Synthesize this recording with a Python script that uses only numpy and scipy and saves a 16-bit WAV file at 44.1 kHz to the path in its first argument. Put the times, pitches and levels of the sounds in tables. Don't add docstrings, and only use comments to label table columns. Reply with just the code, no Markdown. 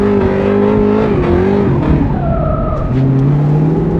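import sys
import numpy as np
from scipy import signal
from scipy.fft import rfft, irfft, next_fast_len
from scipy.io import wavfile
from scipy.ndimage import uniform_filter1d, minimum_filter1d, map_coordinates

SR = 44100
rng = np.random.default_rng(int(sys.argv[2]) if len(sys.argv) > 2 else 0)


def store_wav(level_fs):
    pcm = np.round(np.clip(np.atleast_2d(level_fs), -1, 1) * 32767)
    wavfile.write(sys.argv[1], SR, pcm.T.astype(np.int16))


N = 175959
CYLINDERS = 8


def amp(db):
    return 10 ** (np.asarray(db) / 20)


def unit(x):
    return x / np.sqrt(np.mean(x ** 2) + 1e-20)


def curves(rows):
    times_s, *columns = np.transpose(rows)
    return [np.interp(np.arange(N) / SR, times_s, column) for column in columns]


def wobble(rate):
    coarse = np.arange(0, N + 32, 32)
    knots = rng.standard_normal(4096)
    coarse_curve = map_coordinates(knots, [coarse * rate / SR], mode="wrap")
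    return np.interp(np.arange(N), coarse, coarse_curve)


def filtered(x, response):
    size = next_fast_len(N + SR // 2)
    spectrum = rfft(x, size) * response(np.fft.rfftfreq(size, 1 / SR))
    return irfft(spectrum, size)[:N]


def shaped(x, points):
    point_hz, point_db = np.transpose(points)
    return filtered(x, lambda hz: amp(np.interp(np.log(hz + 1), np.log(point_hz), point_db)))


def coloured(x, points):
    return unit(shaped(x, points))


def noise(points):
    return coloured(rng.standard_normal(N), points)


def engine():
    # time_s, level_db (before the cabin)
    roar_level = [(0, -10.5), (0.168, -9), (0.269, -13), (.45, -11.5), (.6, -9.5), (0.921, -9.5),
                  (1.06, -12.5), (1.129, -15.5), (1.23, -15), (1.33, -7), (1.6, -10.5), (1.68, -17.5),
                  (1.8, -14.5), (1.859, -10.5), (1.951, -8), (2.1, -24), (2.3, -55)]
    # time_s, level_db (before the cabin)
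    burble_level = [(0.981, -33.5), (1.119, -13.5), (1.55, -40), (1.669, -12.5), (1.87, -23), (2.88, -16),
                    (3.02, -41)]
    # time_s, level_db (before the cabin)
    drone_level = [(2.749, -51.5), (2.9, -15), (2.98, -10.5), (3.25, -11), (3.401, -14), (3.7, -8.5),
                   (3.99, -9.5)]
    # multiple of the engine cycle, relative level_db
    roar_orders = [(1, -14), (2, 2), (3, -17), (4, -1.5), (5, -8), (6, -13), (7, -14), (8, 0), (9, -13),
                   (11, -17), (12, -13), (16, -16), (17, -13), (20, -17)]
    burble_orders = [(1, -11), (3, 7.5), (4, -7), (5, -2), (6, -4), (7, -1.5), (8, -3.5)]
    drone_orders = [(4, -21.5), (5, -18), (6, -20.5), (8, 1.5), (9, -17), (10, -16.5), (11, -17),
                    (14, -16.5), (16, -10), (17, -20), (19, -18.5), (20, -21), (24, -16.5), (40, -24)]
    # time_s, roughness (0-1)
    misfire = [(.15, 0.2), (.26, 0.66), (.55, .08), (.95, .08), (1.2, 0.8), (1.42, 0.1), (1.6, 0.3),
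               (1.72, 0.6), (2.1, 0.82)]
    # frequency_hz, level_db
    cabin = [(55, -2.5), (84, -3), (104, -11), (125, -3), (147, 3), (172, -7), (205, 5), (232, 2.5),
             (266, 6), (300, -1), (328, -2), (350, 1), (410, 3.5), (485, -4), (530, -2.5), (800, -8),
             (900, -0.5), (970, -4)]
    # time_s, level_db
    hoarse_level = [(3.1, -49.5), (3.45, -33.5), (3.8, -32), (3.99, -32)]
    # frequency_hz, relative level_db
    hoarse_colour = [(600, -37), (790, -1), (845, 4.5), (910, -17), (1500, -69)]

    cycles = crank(flutter=.002)
    misfire_rough, = curves(misfire)
    roar = exhaust(cycles, roar_level, roar_orders, rough=misfire_rough, steadiness=2.1, rough_rate=45)
    burble = exhaust(cycles, burble_level, burble_orders, rough=0.76, steadiness=0.99, rough_rate=55)
    drone = exhaust(cycles, drone_level, drone_orders, rough=0.48, steadiness=7, rough_rate=28)
    grit = rasp(cycles, pulse_db=6, gas_db=0.5, gating=0.38, drift_rate=7, count=14)
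    hoarse_pulses = firings(cycles, stagger=.1, jitter=0.037, cylinder_db=4.5, scatter_db=-0.5)
    hoarse = amp(curves(hoarse_level)[0]) * coloured(hoarse_pulses, hoarse_colour)
    high_revs = shaped(roar + burble, cabin)
    low_revs = loping(shaped(drone, cabin), cycles, rough=0.56)
    return high_revs + low_revs + pops(cycles) + grit + hoarse


def crank(flutter):
    # time_s, firing_hz (firings per second)
    speed = [(0, 398.4), (.08, 411.2), (.18, 401.4), (.22, 379.1), (.5, 402.1), (.63, 405.3), (.74, 424),
             (.83, 413.3), (.9, 413.2), (1.02, 435.7), (1.09, 419.1), (1.2, 359.6), (1.27, 347.5),
             (1.36, 349.8), (1.47, 388.3), (1.56, 403.2), (1.63, 403.8), (1.69, 368.4), (1.78, 341),
             (1.84, 307.3), (1.96, 310.8), (2.1, 255), (2.33, 155.9), (2.8, 98.24), (2.94, 127.2),
             (3.02, 133.9), (3.22, 133.9), (3.3, 144.8), (3.5, 147.5), (3.76, 162.4), (3.9, 163),
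             (3.99, 169.3)]
    firing_hz, = curves(speed)
    unsteady_hz = firing_hz * (1 + flutter * wobble(35))
    return np.cumsum(unsteady_hz) / SR / CYLINDERS


def exhaust(cycles, level, orders, rough, steadiness, rough_rate):
    out = np.zeros(N)
    for order, db in orders:
        order = round(order)
        firing = order in (CYLINDERS // 2, CYLINDERS, 2 * CYLINDERS)
        shake = np.clip(rough, 0, 1) ** (steadiness if firing else 1)
        start = 0 if firing else rng.random()
        phase = 2 * np.pi * (order * cycles + start)
        in_step = (1 + shake * wobble(rough_rate)) * np.cos(phase)
        out_of_step = shake * wobble(rough_rate) * np.sin(phase)
        out += amp(db) * (in_step + out_of_step)
    return unit(out) * amp(curves(level)[0])


def firings(cycles, stagger, jitter, cylinder_db, scatter_db):
    count = np.arange(2048)
    own = rng.standard_normal((2, CYLINDERS))[:, count % CYLINDERS]
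    moment = count + stagger * own[0] + jitter * rng.standard_normal(len(count))
    at = np.interp(moment, cycles * CYLINDERS, np.arange(N))
    sizes = amp(cylinder_db * own[1] + scatter_db * rng.standard_normal(len(count)))
    sizes = sizes * (at > 0) * (at < N - 1)
    return np.bincount(at.astype(int), sizes, N) / np.sqrt(np.gradient(cycles))


def rasp(cycles, pulse_db, gas_db, gating, drift_rate, count):
    # time_s, level_db
    rasp_level = [(0.0, -34), (0.07, -28.5), (0.2, -37.5), (0.21, -28), (0.38, -30.5), (0.47, -26.5),
                  (0.59, -34.5), (0.69, -26.5), (0.79, -35), (0.95, -30.5), (1.04, -26), (1.09, -31),
                  (1.22, -34), (1.24, -25.5), (1.32, -29.5), (1.58, -29.5), (1.81, -41), (1.83, -29),
                  (1.91, -30), (1.98, -35.5), (2.4, -50.5), (2.92, -46.5), (2.97, -45.5), (3.36, -40.5),
                  (3.99, -49)]
    # frequency_hz, relative level_db
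    rasp_colour = [(250, -30.5), (450, 11.5), (620, 7), (740, 2), (900, 4), (1300, -0.5), (1800, -2.5),
                   (2520, -7.5), (2900, -15), (3800, -17.5), (5000, -28.5), (8000, -40.5), (12500, -54.5)]
    cabin_t60_s = .035

    pulses = firings(cycles, stagger=.3, jitter=.028, cylinder_db=1.5, scatter_db=1.5)
    t = np.arange(SR // 8) / SR
    tails = rng.standard_normal((count, len(t))) * amp(-60 * t / cabin_t60_s)
    shares = np.array([wobble(drift_rate) for _ in tails])
    shares = shares / np.linalg.norm(shares, axis=0)
    blend = sum(share * signal.fftconvolve(pulses, tail)[:N] for share, tail in zip(shares, tails))
    ringing = coloured(blend, rasp_colour)
    swell = (np.cos(np.pi * CYLINDERS * cycles) + np.cos(2 * np.pi * cycles)) / 2
    gas = coloured((1 + gating * swell) * rng.standard_normal(N), rasp_colour)
    return amp(curves(rasp_level)[0]) * (amp(pulse_db) * ringing + amp(gas_db) * gas)


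def pops(cycles):
    # time_s, level_db
    pop_level = [(.15, -42.5), (.22, -25.5), (.42, -25.5), (.52, -46), (1.03, -39), (1.09, -14.5),
                 (1.2, -19), (1.3, -30.5), (1.6, -33.5), (1.66, -18), (1.78, -16.5), (1.9, -27),
                 (2.05, -16), (2.9, -21.5), (3.02, -49)]
    # centre_hz, width_hz, relative level_db
    resonances = [(56, 21.2, -2), (145, 24.96, 1), (256, 72.3, -8.5), (378.5, 87.8, -15)]

    pulses = firings(cycles, stagger=.2, jitter=.45, cylinder_db=1, scatter_db=1.5)

    def pipe(hz):
        total = 0
        for k, (centre, width, db) in enumerate(resonances):
            damping = 1j * hz * width
            total = total + (-1) ** k * amp(db) * damping / (centre * centre - hz * hz + damping)
        return total

    return amp(curves(pop_level)[0]) * unit(filtered(pulses, pipe))


def loping(drone, cycles, rough):
    # time_s, depth (0-1)
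    lope_depth = [(3.45, 0.01), (3.68, 0.2), (3.77, .85), (3.99, 0.6)]
    # frequency_hz, relative level_db
    bark_colour = [(150, -30.5), (280, 6), (520, -3), (1500, -61.5)]
    miss_s, bark_lag_s = 3.757, .003
    sharpness, bark_order, bark_db = 2.5, 18, -14

    depth = np.clip(curves(lope_depth)[0], 0, 1)

    def turn(moment_s):
        return 2 * np.pi * (cycles - np.interp(moment_s * SR, np.arange(N), cycles))

    def gate(moment_s):
        return depth * np.exp(sharpness * (np.cos(turn(moment_s)) - 1))

    bark = np.sin(bark_order * turn(miss_s)) + rough * noise(bark_colour)
    return drone * (1 - gate(miss_s)) + amp(bark_db) * gate(miss_s + bark_lag_s) * unit(bark)


def tyres(waver_rate, chatter_db, scrub, scrub_rate):
    # time_s, pitch_hz (before the waver), fundamental level_db, octave level_db
    squeal = [(1.68, 1024, -54.5, -68), (1.75, 1000, -24.5, -48), (1.8, 931.3, -32, -60),
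              (1.85, 900, -29, -62), (1.95, 926.1, -38.5, -67), (2.1, 877.2, -26, -56),
              (2.18, 730, -26.5, -38), (2.28, 676.6, -21, -32.5), (2.48, 637.7, -19.5, -25),
              (2.58, 641.7, -21, -28), (2.77, 620, -24, -26.5), (2.9, 635.3, -35, -33),
              (2.98, 634, -55, -50)]
    # time_s, size of the waver (share of the pitch)
    waver_share = [(1.75, 0.03003), (2.07, 0.058), (2.26, .022)]

    pitch_hz, low_db, high_db = curves(squeal)
    waver, = curves(waver_share)
    phase = 2 * np.pi * np.cumsum(pitch_hz * (1 + waver * wobble(waver_rate))) / SR
    out = np.zeros(N)
    for k, db in ((1, low_db), (2, high_db)):
        howl = amp(chatter_db * wobble(80)) * np.sin(k * phase)
        rub = wobble(scrub_rate) * np.sin(k * phase) + wobble(scrub_rate) * np.cos(k * phase)
        out += amp(db) * unit(howl + scrub * rub)
    return out


def scuff():
    # frequency_hz, relative level_db
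    scuff_colour = [(800, -5.5), (1900, -0.5), (3300, -7), (4500, -13), (12500, -47.5)]
    peak_s, peak_db, width_s = 2.985, -34.5, 0.028
    swell = np.exp(-((np.arange(N) / SR - peak_s) / width_s) ** 2 / 2)
    return amp(peak_db) * swell * noise(scuff_colour)


def clatter(grain_db):
    # peak_s, level_db, rise_s (before the peak), t60_s (time to fall by 60 dB)
    bursts = [(2.775, -47.5, 0.021, 0.19), (2.945, -49.5, .02, .2), (3.19, -37, .002, .05),
              (3.91, -47, .003, 0.0492)]
    # frequency_hz, relative level_db
    clatter_colour = [(600, -8.5), (2000, -4), (3500, 5), (4600, -4.5), (5800, 0.5), (8000, -9.5),
                      (12500, -28.5)]

    t = np.arange(N) / SR
    envelope = np.zeros(N)
    for peak_s, db, rise_s, t60_s in bursts:
        fall = amp(db - 60 * np.maximum(t - peak_s, 0) / t60_s)
        rise = np.clip(1 + (t - peak_s) / rise_s, 0, 1)
        envelope += fall * rise
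    return envelope * unit(amp(grain_db * wobble(370)) * noise(clatter_colour))


def air(wind_db, lumps_db, road_db, hiss_db):
    # time_s, level_db
    wind_level = [(.03, -23), (.16, -37), (.22, -22.5), (.42, -20.5), (.57, -46.5), (.79, -15),
                  (.87, -37.5), (1, -27.5), (1.11, -24.5), (1.27, -16.5), (1.5, -29.5), (1.63, -19),
                  (1.73, -38), (1.8, -18.5), (2.8, -19.5), (3.01, -25), (3.67, -30.5), (3.96, -17.5)]
    # frequency_hz, relative level_db
    wind_colour = [(12, -37.5), (26, -17.5), (50, -4.5), (100, -11.5), (200, -14), (500, -43), (1500, -92)]
    # frequency_hz, relative level_db
    road_colour = [(30, -29), (140, -2), (300, -5), (480, -2.5), (820, -9), (1100, -15), (2000, -23.5),
                   (4000, -39), (10000, -75)]
    # time_s, level_db
    hiss_level = [(.03, -58.5), (.54, -64), (1.48, -61), (1.87, -60.5), (2.67, -78.5), (2.79, -63.5),
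                  (3.17, -62.5), (3.5, -56.5), (3.96, -62)]
    # frequency_hz, relative level_db
    hiss_colour = [(1500, -31.5), (4000, 1), (7000, -4.5), (9000, -14.5), (11300, -21.5), (12500, -14.5)]

    lumpy = unit(amp(lumps_db * wobble(20)) * noise(wind_colour))
    wind = amp(curves(wind_level)[0] + wind_db) * lumpy
    road = amp(road_db + .6 * wobble(8)) * noise(road_colour)
    hiss = amp(curves(hiss_level)[0] + hiss_db + wobble(90)) * noise(hiss_colour)
    return wind + road + hiss


def scene():
    skid = tyres(waver_rate=170, chatter_db=1.0, scrub=0.73, scrub_rate=150) + scuff()
    rattle = clatter(grain_db=2.5)
    background = air(wind_db=-0.5, lumps_db=2, road_db=-26.5, hiss_db=3.0)
    return (engine() + skid + rattle + background)[None]


def record(dry):
    ceiling, top_hz = .82, 13100
    need = np.minimum(1, ceiling / (np.abs(dry[0]) + 1e-9))
    gain = uniform_filter1d(minimum_filter1d(need, size=300), size=300)
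    return filtered(dry[0] * gain, lambda hz: hz < top_hz)[None]


dry = scene()
out = record(dry)
store_wav(out)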